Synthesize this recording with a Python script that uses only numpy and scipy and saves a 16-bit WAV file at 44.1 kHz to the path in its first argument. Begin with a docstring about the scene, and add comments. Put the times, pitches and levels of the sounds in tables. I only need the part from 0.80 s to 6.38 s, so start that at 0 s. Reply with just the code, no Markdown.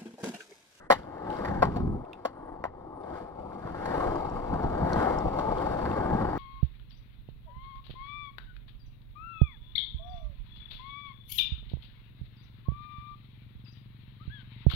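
"""Skateboard dropping onto painted concrete

A skateboard drops off a low ramp and rolls away, heard from a hand-held camera above it.
Random grit impacts coloured by deck and wheels make the roll; ringing deck modes make the knocks.
Loose parts tick on two pitches, low lumps thud, and moving air shakes two microphone ports.
Noise makes the faint outdoor air and the brief hiss of wheels spinning free before the drop."""
import sys
import numpy as np
from scipy import signal
from scipy.fft import rfft, irfft, next_fast_len
from scipy.io import wavfile
from scipy.ndimage import uniform_filter1d

SR = 44100
rng = np.random.default_rng(int(sys.argv[2]) if len(sys.argv) > 2 else 0)


def wav_out(sig):
    """Save sig, one row per channel (or a flat mono array), as 16-bit PCM at SR to the path in sys.argv[1]."""
    wavfile.write(sys.argv[1], SR, np.round(np.clip(np.atleast_2d(sig).T, -1, 1) * 32767).astype(np.int16))


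def makeup_ratio(level_db):
    """Linear amplitude ratio for a level in decibels (20 dB per factor of ten)."""
    decades = np.asarray(level_db, float) / 20
    return 10 ** decades


N = 246078  # length in samples
TIME_S = np.arange(N) / SR


def rolling():
    """The whole roll: grit, thudding and whisper share one pattern of shifting narrow bands."""
    rise_db = thump_rise()
    return shifting(wheels_on_grit(rise_db) + thudding(rise_db) + whisper(), 1.4)


# Wheels on the ground, before the trims below: time_s, roar_db, edge_db, hiss_db
ROLL_LEVELS = [(0.15, -55.5, -61, -61), (0.27, -48.5, -63, -75.5), (0.44, -44, -58, -72.5),
               (0.54, -40.5, -55, -61.5), (0.69, -39.5, -49.5, -64), (0.83, -41.5, -54, -68),
               (0.98, -43.5, -65, -67.5), (1.09, -48.5, -73, -79.5), (1.27, -49.5, -73.5, -81),
               (1.4, -55.5, -73, -79), (1.69, -47, -67, -82.5), (1.9, -56.5, -81, -85.5),
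               (2.15, -48, -76, -84.5), (2.36, -43.5, -57.5, -66.5), (2.51, -51.5, -72, -80),
               (2.7, -46, -81, -74.5), (2.83, -48.5, -61, -72), (3.01, -40, -52.5, -64.5),
               (3.11, -37, -46, -59.5), (3.22, -33, -50.5, -59.5), (3.49, -38.5, -62, -66),
               (3.76, -40, -59.5, -66.5), (4.05, -36, -52.5, -63), (4.22, -29, -41, -54.5),
               (4.44, -37.5, -60.5, -64.5), (4.75, -35, -54.5, -60), (4.94, -35, -50.5, -60),
               (5.58, -37, -51, -64)]
# Deck and wheels under the grit: freq_hz, density_db (dB per Hz)
ROAR_BODY = [(150, -34), (260, -1), (340, 3.5), (430, -2), (500, 2.5), (580, -2.5), (840, 2.5), (950, -3.5),
             (1060, -3), (1300, -8), (1450, -30), (2000, -63.5)]
# Hard wheel tread: freq_hz, density_db (dB per Hz)
TREAD_BODY = [(1100, -30.5), (1400, 1), (1600, 2.5), (1780, -4.5), (1950, -5.5), (2300, -56.5)]
# Hiss of grit and axles: freq_hz, density_db (dB per Hz)
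HISS_BODY = [(1700, -12), (2150, 14), (2400, 1.5), (3050, 1.5), (3400, -0.5), (3700, 0.5), (4100, -3.5),
             (4550, 0), (5500, -8), (6400, -12), (8800, -13.5), (10500, -18.5), (12500, -19), (16000, -33)]
# Narrow ring of the deck: freq_hz, density_db (dB per Hz)
DECK_RING_BODY = [(700, -30), (810, -8), (860, 4), (920, 0), (1050, -41), (2000, -87)]
# Deck ring against the untrimmed roar: time_s, level_db
DECK_RING_LEVELS = [(.2, -16), (.5, -0.5), (.7, -40), (3.0, -16.5), (4.4, -26), (4.8, -5), (5.2, -14.5),
                    (5.58, -22)]


def wheels_on_grit(rise_db):
    """Tiny impacts under the wheels excite the roar, tread edge and deck ring; finer ones the hiss."""
    roar_db, edge_db, hiss_db = curves(ROLL_LEVELS)
    roar_db = roar_db + 0.5 * rise_db  # half of each thump reaches the roar
    ring_db = roar_db + curves(DECK_RING_LEVELS)[0]
    ground = flutter(0.018, 1.13) * wheels_down()
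    under_wheels = grit(900, 2.38, 1.03) * ground
    fine = 0.24 * under_wheels + grit(2700, 1.4, 6.0)
    fine = fine * ground * flutter(0.0042, 0.99)
    roar = makeup_ratio(roar_db + 2.1) * coloured(under_wheels, ROAR_BODY)
    edge = makeup_ratio(edge_db + 2.0) * coloured(under_wheels, TREAD_BODY)
    hiss = makeup_ratio(hiss_db + 3.0) * coloured(fine, HISS_BODY)
    ring = makeup_ratio(ring_db) * coloured(under_wheels, DECK_RING_BODY)
    return roar + edge + hiss + ring


# Blows on the deck; the last two levels are against DECK_MODES and the ring's peak:
# start_s, level_db, rattle_s, upper_modes_db, crack_db
BLOWS = [(.1020, -8, 0.0043, 0, -23.5), (.1109, -10, 0.0029, 6, -15), (0.1216, -13, 0.0073, 5.5, -16),
         (.649, -27, .008, 9, -20), (.685, -29.5, 0.0026, 15, -20), (.8225, -14.5, 0.011, -5.5, -23),
         (0.8276, -11, 0, -9, -29), (.854, -26, 0.0018, -2, -16), (.961, -28, 0.0096, -6, -22.5),
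         (1.002, -33, 0.0016, -13, -28), (1.451, -21.5, 0.0067, -3.5, -18.5), (1.485, -66, 0, 2, -18),
         (1.8401, -19.5, 0, 1, -27.5), (1.8529, -21.5, 0, -13, -30.5), (2.720, -38, 0.0016, -11, -36),
         (2.875, -31.5, 0.00051, -22, -31), (3.057, -26, 0.0026, 6, -17.5), (3.738, -25, .003, -16, -27),
         (3.831, -31, 0.011, -14, -24), (4.272, -23.5, 0.0034, -24, -41), (4.588, -24.5, 0.0087, -16, -21),
         (5.054, -22.5, 0.0036, 1, -25), (5.085, -31.5, 0.0017, -5, -37), (5.412, -25, 0.005, -8, -32)]
# Modes of the board: pitch_hz, width_hz, level_db
DECK_MODES = [(282, 56, -19.5), (405, 540, 0), (531, 160, -3.5), (644, 160, -2.5), (777, 246, 5.5),
              (995, 191, 1), (1218, 230, -10.5), (1550, 337, -5.5), (1783, 90, -13.5), (1985, 107, -18)]
# Hard contact: freq_hz, density_db (dB per Hz)
CRACK_BODY = [(1800, -42), (2700, 0.5), (3600, -3), (4500, -1), (5500, -9), (7200, -15.5), (9000, -15.5),
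              (12500, -21.5), (16200, -18)]


def knocks(count=6):
    """Each contact of a blow rings the board's modes, struck at another spot, with a crack on top."""
    gap_s, rise_per_gap_db = 0.004, 0.5  # wheels and trucks touch again during the rattle
    t = np.arange(2000) / SR
    out = np.zeros(N + 4096)
    hz, width_hz, mode_db = (c[:, None] for c in np.transpose(DECK_MODES))
    onset = np.sin(np.pi / 2 * np.minimum(t / 0.0014, 1)) ** 2  # the soft wheel spreads the contact
    crack_response = causal(CRACK_BODY)
    for start_s, blow_db, rattle_s, upper_db, crack_db in BLOWS:
        gaps_s = gap_s * rng.uniform(0.8, 1.4, count)
        for late_s in np.cumsum(gaps_s) - gaps_s[0]:
            # another spot: small random changes of pitch and level in every mode
            shift, lift = rng.standard_normal((2, len(hz), 1))
            level_db = mode_db + 0.8 * lift + upper_db * (hz > 1500)
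            decay = np.exp(-np.pi * width_hz * t)
            modes = makeup_ratio(level_db) * decay * np.sin(2 * np.pi * hz * (1 + 0.054 * shift) * t)
            ring = -modes.sum(0) * onset
            burst = rng.standard_normal(len(t)) * np.exp(-t / 0.0023)
            crack = signal.fftconvolve(burst, crack_response)[:len(t)]
            contact = ring / abs(ring).max() + makeup_ratio(crack_db) * crack / abs(crack).max()
            share = np.clip((rattle_s - late_s) / gap_s + 1, 0, 1)  # the rattle ends within one gap
            gain = share * makeup_ratio(blow_db + rise_per_gap_db * late_s / gap_s)
            out[round((start_s + late_s) * SR):][:len(t)] += gain * contact
    no_bass = signal.butter(2, 190, "high", fs=SR, output="sos")  # the blows carry no deep bass
    return signal.sosfilt(no_bass, out)[:N]


# Low thumps over bumps: time_s, rise_db
BUMPS = [(.48, 5), (.70, 4.5), (1.831, 1), (2.33, 6), (2.859, 5), (3.74, 12.5), (3.85, 6.5), (4.028, 4.5),
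         (4.462, 8.5), (4.6, 2), (4.68, 4), (5.079, -0.5), (5.33, 6.5), (5.422, 7)]


def thump_rise():
    """Each bump lifts the level in dB along a bell-shaped curve."""
    half_width_s = 0.023  # to 1/e of the rise
    return sum(db * np.exp(-((TIME_S - s) / half_width_s) ** 2) for s, db in BUMPS)


# Low thudding before its trim, and deep shake against it: time_s, thud_db, shake_db
LOW_LEVELS = [(0.15, -46, -15), (0.22, -56.5, -10), (0.57, -48.5, -14.5), (0.88, -34.5, -7.5),
              (0.98, -37.5, -25), (1.04, -30.5, -2.5), (1.19, -39, -5), (1.28, -65, -11), (1.81, -58, 8),
              (2.02, -59.5, -4), (2.69, -51.5, -12.5), (3.2, -43, -2), (3.73, -46.5, 3),
              (4.17, -33.5, -10.5), (4.41, -43, 1.5), (4.79, -42.5, 0), (5.26, -37.5, -9.5),
              (5.58, -40.5, -0.5)]
# Lumps under the board: freq_hz, density_db (dB per Hz)
THUD_BODY = [(30, -8.5), (65, 0.5), (120, -2), (200, -1), (300, -8), (420, -14), (700, -79.5), (2500, -100)]
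# Air on the ports: freq_hz, density_db (dB per Hz)
SHAKE_BODY = [(8, -18), (25, 19.5), (52, 11.5), (75, -2), (130, -54), (900, -93.5)]


def thudding(rise_db):
    """Sparse lumps thud under the board while gusts of moving air shake the ports."""
    low_db, deep_db = curves(LOW_LEVELS)
    thud_db = low_db + rise_db
    shake_db = thud_db + deep_db - 0.68 * rise_db  # the shake takes less of each thump
    gusts = flutter(0.076, 2.5)
    lumps = grit(150, 1.13, 0.69) * gusts ** 0.44 * wheels_down()
    buffeting = grit(60, 0.99, 1.0) * gusts
    thud = makeup_ratio(thud_db + 4.5) * coloured(lumps, THUD_BODY)
    return thud + makeup_ratio(shake_db) * coloured(buffeting, SHAKE_BODY)


# Loose parts ticking: start_s, level_db, pitch_hz, left_over_right_db
LOOSE_PARTS = [(.1865, -54, 3970, -7.5), (.233, -54, 3550, -9), (.5030, -45, 2930, -21),
               (.5280, -44, 3000, -8), (.5675, -48, 3960, -14), (1.2506, -58, 2620, -15),
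               (1.3317, -36, 2640, -12), (2.235, -57, 3630, 9), (3.3577, -50.5, 4750, -16),
               (3.4987, -52.5, 5500, -7), (4.132, -30, 4300, 6), (4.3870, -47, 5360, -25),
               (4.4075, -47, 3630, -1), (4.783, -42, 3350, -7), (5.114, -43.5, 2700, -21)]


def ticks():
    """Short bright clicks ring for a few cycles on two pitches, with a wide snap of noise."""
    overtone_ratio, overtone_db, snap_db = 1.336, -5.5, -16
    t = np.arange(400) / SR
    out = np.zeros((2, N))
    snap_band = signal.butter(2, (3000, 10500), "band", fs=SR, output="sos")
    envelope = np.exp(-t / 0.0016) * np.sin(np.pi / 2 * np.minimum(t / 0.0007, 1)) ** 2
    for start_s, level_db, hz, pan_db in LOOSE_PARTS:
        snap = signal.sosfilt(snap_band, rng.standard_normal(len(t)))
        overtone = makeup_ratio(overtone_db) * np.sin(2 * np.pi * overtone_ratio * hz * t)
        rings = np.sin(2 * np.pi * hz * t) + overtone
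        tick = (rings + makeup_ratio(snap_db) * snap) * envelope
        sides_db = level_db + np.array([[0.5], [-0.5]]) * pan_db
        out[:, round(start_s * SR):][:, :len(t)] += makeup_ratio(sides_db) * tick
    return out


# A thin high whisper, perhaps of the wheel bearings: time_s, level_db
WHISPER_LEVELS = [(0.9, -100), (1.1, -84.5), (1.4, -98), (1.7, -85), (1.9, -105), (2.2, -83.5), (2.6, -93),
                  (3.2, -80), (3.6, -97)]
# Its band: freq_hz, density_db (dB per Hz)
WHISPER_BODY = [(7600, -57), (8600, 4), (9500, 10), (10400, -37)]


def whisper():
    """Dense faint impacts in a narrow high band swell and fade."""
    faint = grit(2500, 2.2, 1.5) * flutter(0.03, 2.5)
    return makeup_ratio(curves(WHISPER_LEVELS)[0]) * coloured(faint, WHISPER_BODY)


# Rattle and echo after a blow: freq_hz, t60_s
TAIL_DECAY = [(250, 0.022), (1000, 0.11), (4000, 0.11), (12000, 0.061)]


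def echo_tail(x):
    """Sparse taps of random sign, each band dying at its own speed; two unrelated tails."""
    taps = np.zeros((2, SR // 2))
    starts = np.arange(60, SR // 2 - 20, 20)
    at = starts + rng.integers(0, 20, (2, len(starts)))
    np.put_along_axis(taps, at, rng.choice([-1., 1.], at.shape), 1)
    hz, t, bands = signal.stft(taps, SR, nperseg=256)
    decay = makeup_ratio(-60 * t / read(TAIL_DECAY, hz)[:, None])
    tail = signal.istft(bands * decay, SR, nperseg=256)[1]
    return signal.fftconvolve(x[None], tail / np.linalg.norm(tail[0]), axes=1)[:, :N]


# Wheels spinning free before the drop: freq_hz, density_db (dB per Hz)
FREE_SPIN_BODY = [(290, -16), (500, -16), (1480, -13.5), (2030, -20), (2190, -39), (5890, -48), (7330, -50),
                  (9000, -46), (11700, -70), (19800, -120)]


def free_spin():
    """Coloured noise as the wheels spin in the air, fading out as the board drops."""
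    drop_s, fade_s = 0.086, 0.017
    fade = np.clip((drop_s - TIME_S) / fade_s, 0, 1)
    return makeup_ratio(-55.5) * coloured(rng.standard_normal((2, N)), FREE_SPIN_BODY) * fade


# Steady outdoor air with faint bands of hum and hiss: freq_hz, density_db (dB per Hz)
AIR_BODY = [(100, -3.5), (320, 0.5), (440, -16), (495, 7), (550, -35.5), (1300, -25), (1800, -24),
            (2150, -29), (2500, -65), (4500, -79), (6000, -103), (10300, -65), (16000, -76)]


def air():
    """Coloured noise for the open air, wavering slightly in level and colour."""
    steady = coloured(rng.standard_normal((2, N)), AIR_BODY)
    return makeup_ratio(-57.5) * shifting(steady, 0.77) * flutter(0.017, 0.57)


def wheels_down():
    """Opens at the first blow, when the wheels take the load and start to roll."""
    return TIME_S > BLOWS[0][0]


def grit(per_s, spread_db, smooth):
    """Two unrelated streams of tiny impacts, a few of them large, over a smooth bed of noise."""
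    size_db = spread_db * np.minimum(rng.exponential(1, (2, N)), 5)
    size = makeup_ratio(size_db) * rng.choice([-1., 1.], (2, N))
    hits = rng.random((2, N)) < per_s / SR
    return evened(size * hits) + smooth * rng.standard_normal((2, N))


def flutter(seconds, depth_db):
    """A random gain that wanders over about this time, by this rms depth."""
    window = np.hanning(int(seconds * SR))
    wander = signal.oaconvolve(rng.standard_normal(N), window, "same")
    return makeup_ratio(depth_db * evened(wander))


def shifting(x, patchy_db):
    """Narrow bands come and go at random, in patches shared by both streams."""
    z = signal.stft(x, nperseg=1024, noverlap=768)[2]
    patches = rng.standard_normal(z.shape[1:])
    patches = uniform_filter1d(patches, size=3, axis=0)  # across frequency
    patches = evened(uniform_filter1d(patches, size=28, axis=1))  # across time
    hz = np.fft.rfftfreq(1024, 1 / SR)
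    depth_db = patchy_db * np.clip(hz / 600, 0, 1)[:, None]  # the bass is spared
    return signal.istft(z * makeup_ratio(depth_db * patches), nperseg=1024, noverlap=768)[1][:, :N]


def coloured(x, points):
    """Passes both streams through a body with this spectrum, at rms 1."""
    return evened(signal.oaconvolve(x, causal(points)[None], axes=1)[:, :N])


def causal(points, size=4096):
    """The minimum-phase impulse response with this spectrum: it starts at once and rings after."""
    level_db = np.maximum(read(points, np.fft.rfftfreq(size, 1 / SR)), -100)
    log_gain = np.log(makeup_ratio(level_db))
    mirrored = np.concatenate([log_gain, log_gain[-2:0:-1]])
    phase = -signal.hilbert(mirrored).imag[:len(log_gain)]
    return irfft(np.exp(log_gain + 1j * phase), size)[:size // 2]


def evened(x):
    """Scales to rms 1."""
    return x / np.sqrt(np.mean(x ** 2) + 1e-20)


def read(points, hz):
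    """Reads a table on a log-frequency axis."""
    f, value = np.transpose(points)
    return np.interp(np.log(hz + 1), np.log(f + 1), value)


def curves(table):
    """Draws each column of a timed table as a line over the whole scene."""
    s, *columns = np.transpose(table)
    return [np.interp(TIME_S, s, column) for column in columns]


# Likeness of the two ports: freq_hz, likeness (0 to 1)
PORT_LIKENESS = [(60, 0.97), (140, 0.93), (250, 0.84), (500, 0.84), (1200, 0.95), (2200, 0.88), (3000, 0.6),
                 (8000, 0.3)]
# Phase by which the left port leads: freq_hz, lead_rad
PORT_LEAD = [(0, -1), (600, 2.0), (1030, 1.0), (1890, 1.5), (2760, -2.15), (3270, -1.4), (4310, -2),
             (6460, -9.5), (8100, -1.5), (9220, -11), (9650, -8), (10700, -18.5), (13400, 3.5), (15800, 11)]
# Level of the left port over the right: freq_hz, left_over_right_db
PORT_BALANCE = [(60, 0), (110, -1), (200, 1.5), (380, -0.5), (700, 9.5), (1290, 4.0), (2380, -1.5),
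                (4400, -0.5), (8120, 0.5), (15000, 7)]


def ports(pair):
    """The right port hears the left's sound with other phase and level, plus an unrelated share."""
    size = next_fast_len(N)
    hz = np.fft.rfftfreq(size, 1 / SR)
    left, other = rfft(pair, size)
    same = np.clip(read(PORT_LIKENESS, hz), 0, 1)
    lead = np.interp(hz, *np.transpose(PORT_LEAD))
    ratio = makeup_ratio(-read(PORT_BALANCE, hz))
    right = ratio * np.exp(-1j * lead) * (same * left + np.sqrt(1 - same ** 2) * other)
    # dividing by the expected level of the ports' mean keeps the mono colour
    centre = 0.5 * np.sqrt(1 + ratio ** 2 + 2 * ratio * same * np.cos(lead))
    return irfft(np.array([left, right]) / centre, size)[:, :N]


def scene():
    """Roll, blows and background pass through the ports; ticks are placed left to right directly."""
    blows, clicks = knocks(), ticks()
    board = rolling() + blows + makeup_ratio(-6.5) * echo_tail(blows) + free_spin() + air()
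    return ports(board) + clicks + makeup_ratio(-11.5) * echo_tail(clicks.mean(0))


def roll_off(x):
    """The treble ends steeply here."""
    return signal.sosfilt(signal.butter(12, 16220, fs=SR, output="sos"), x)


def record(dry):
    """A steep low-pass limits the top of the band and gives the finished mix."""
    low_pass = signal.firwin(255, 15900, window=("kaiser", 8), fs=SR)
    limited = signal.oaconvolve(dry, low_pass[None], "same")
    return roll_off(limited)


dry = scene()
out = record(dry)
wav_out(out)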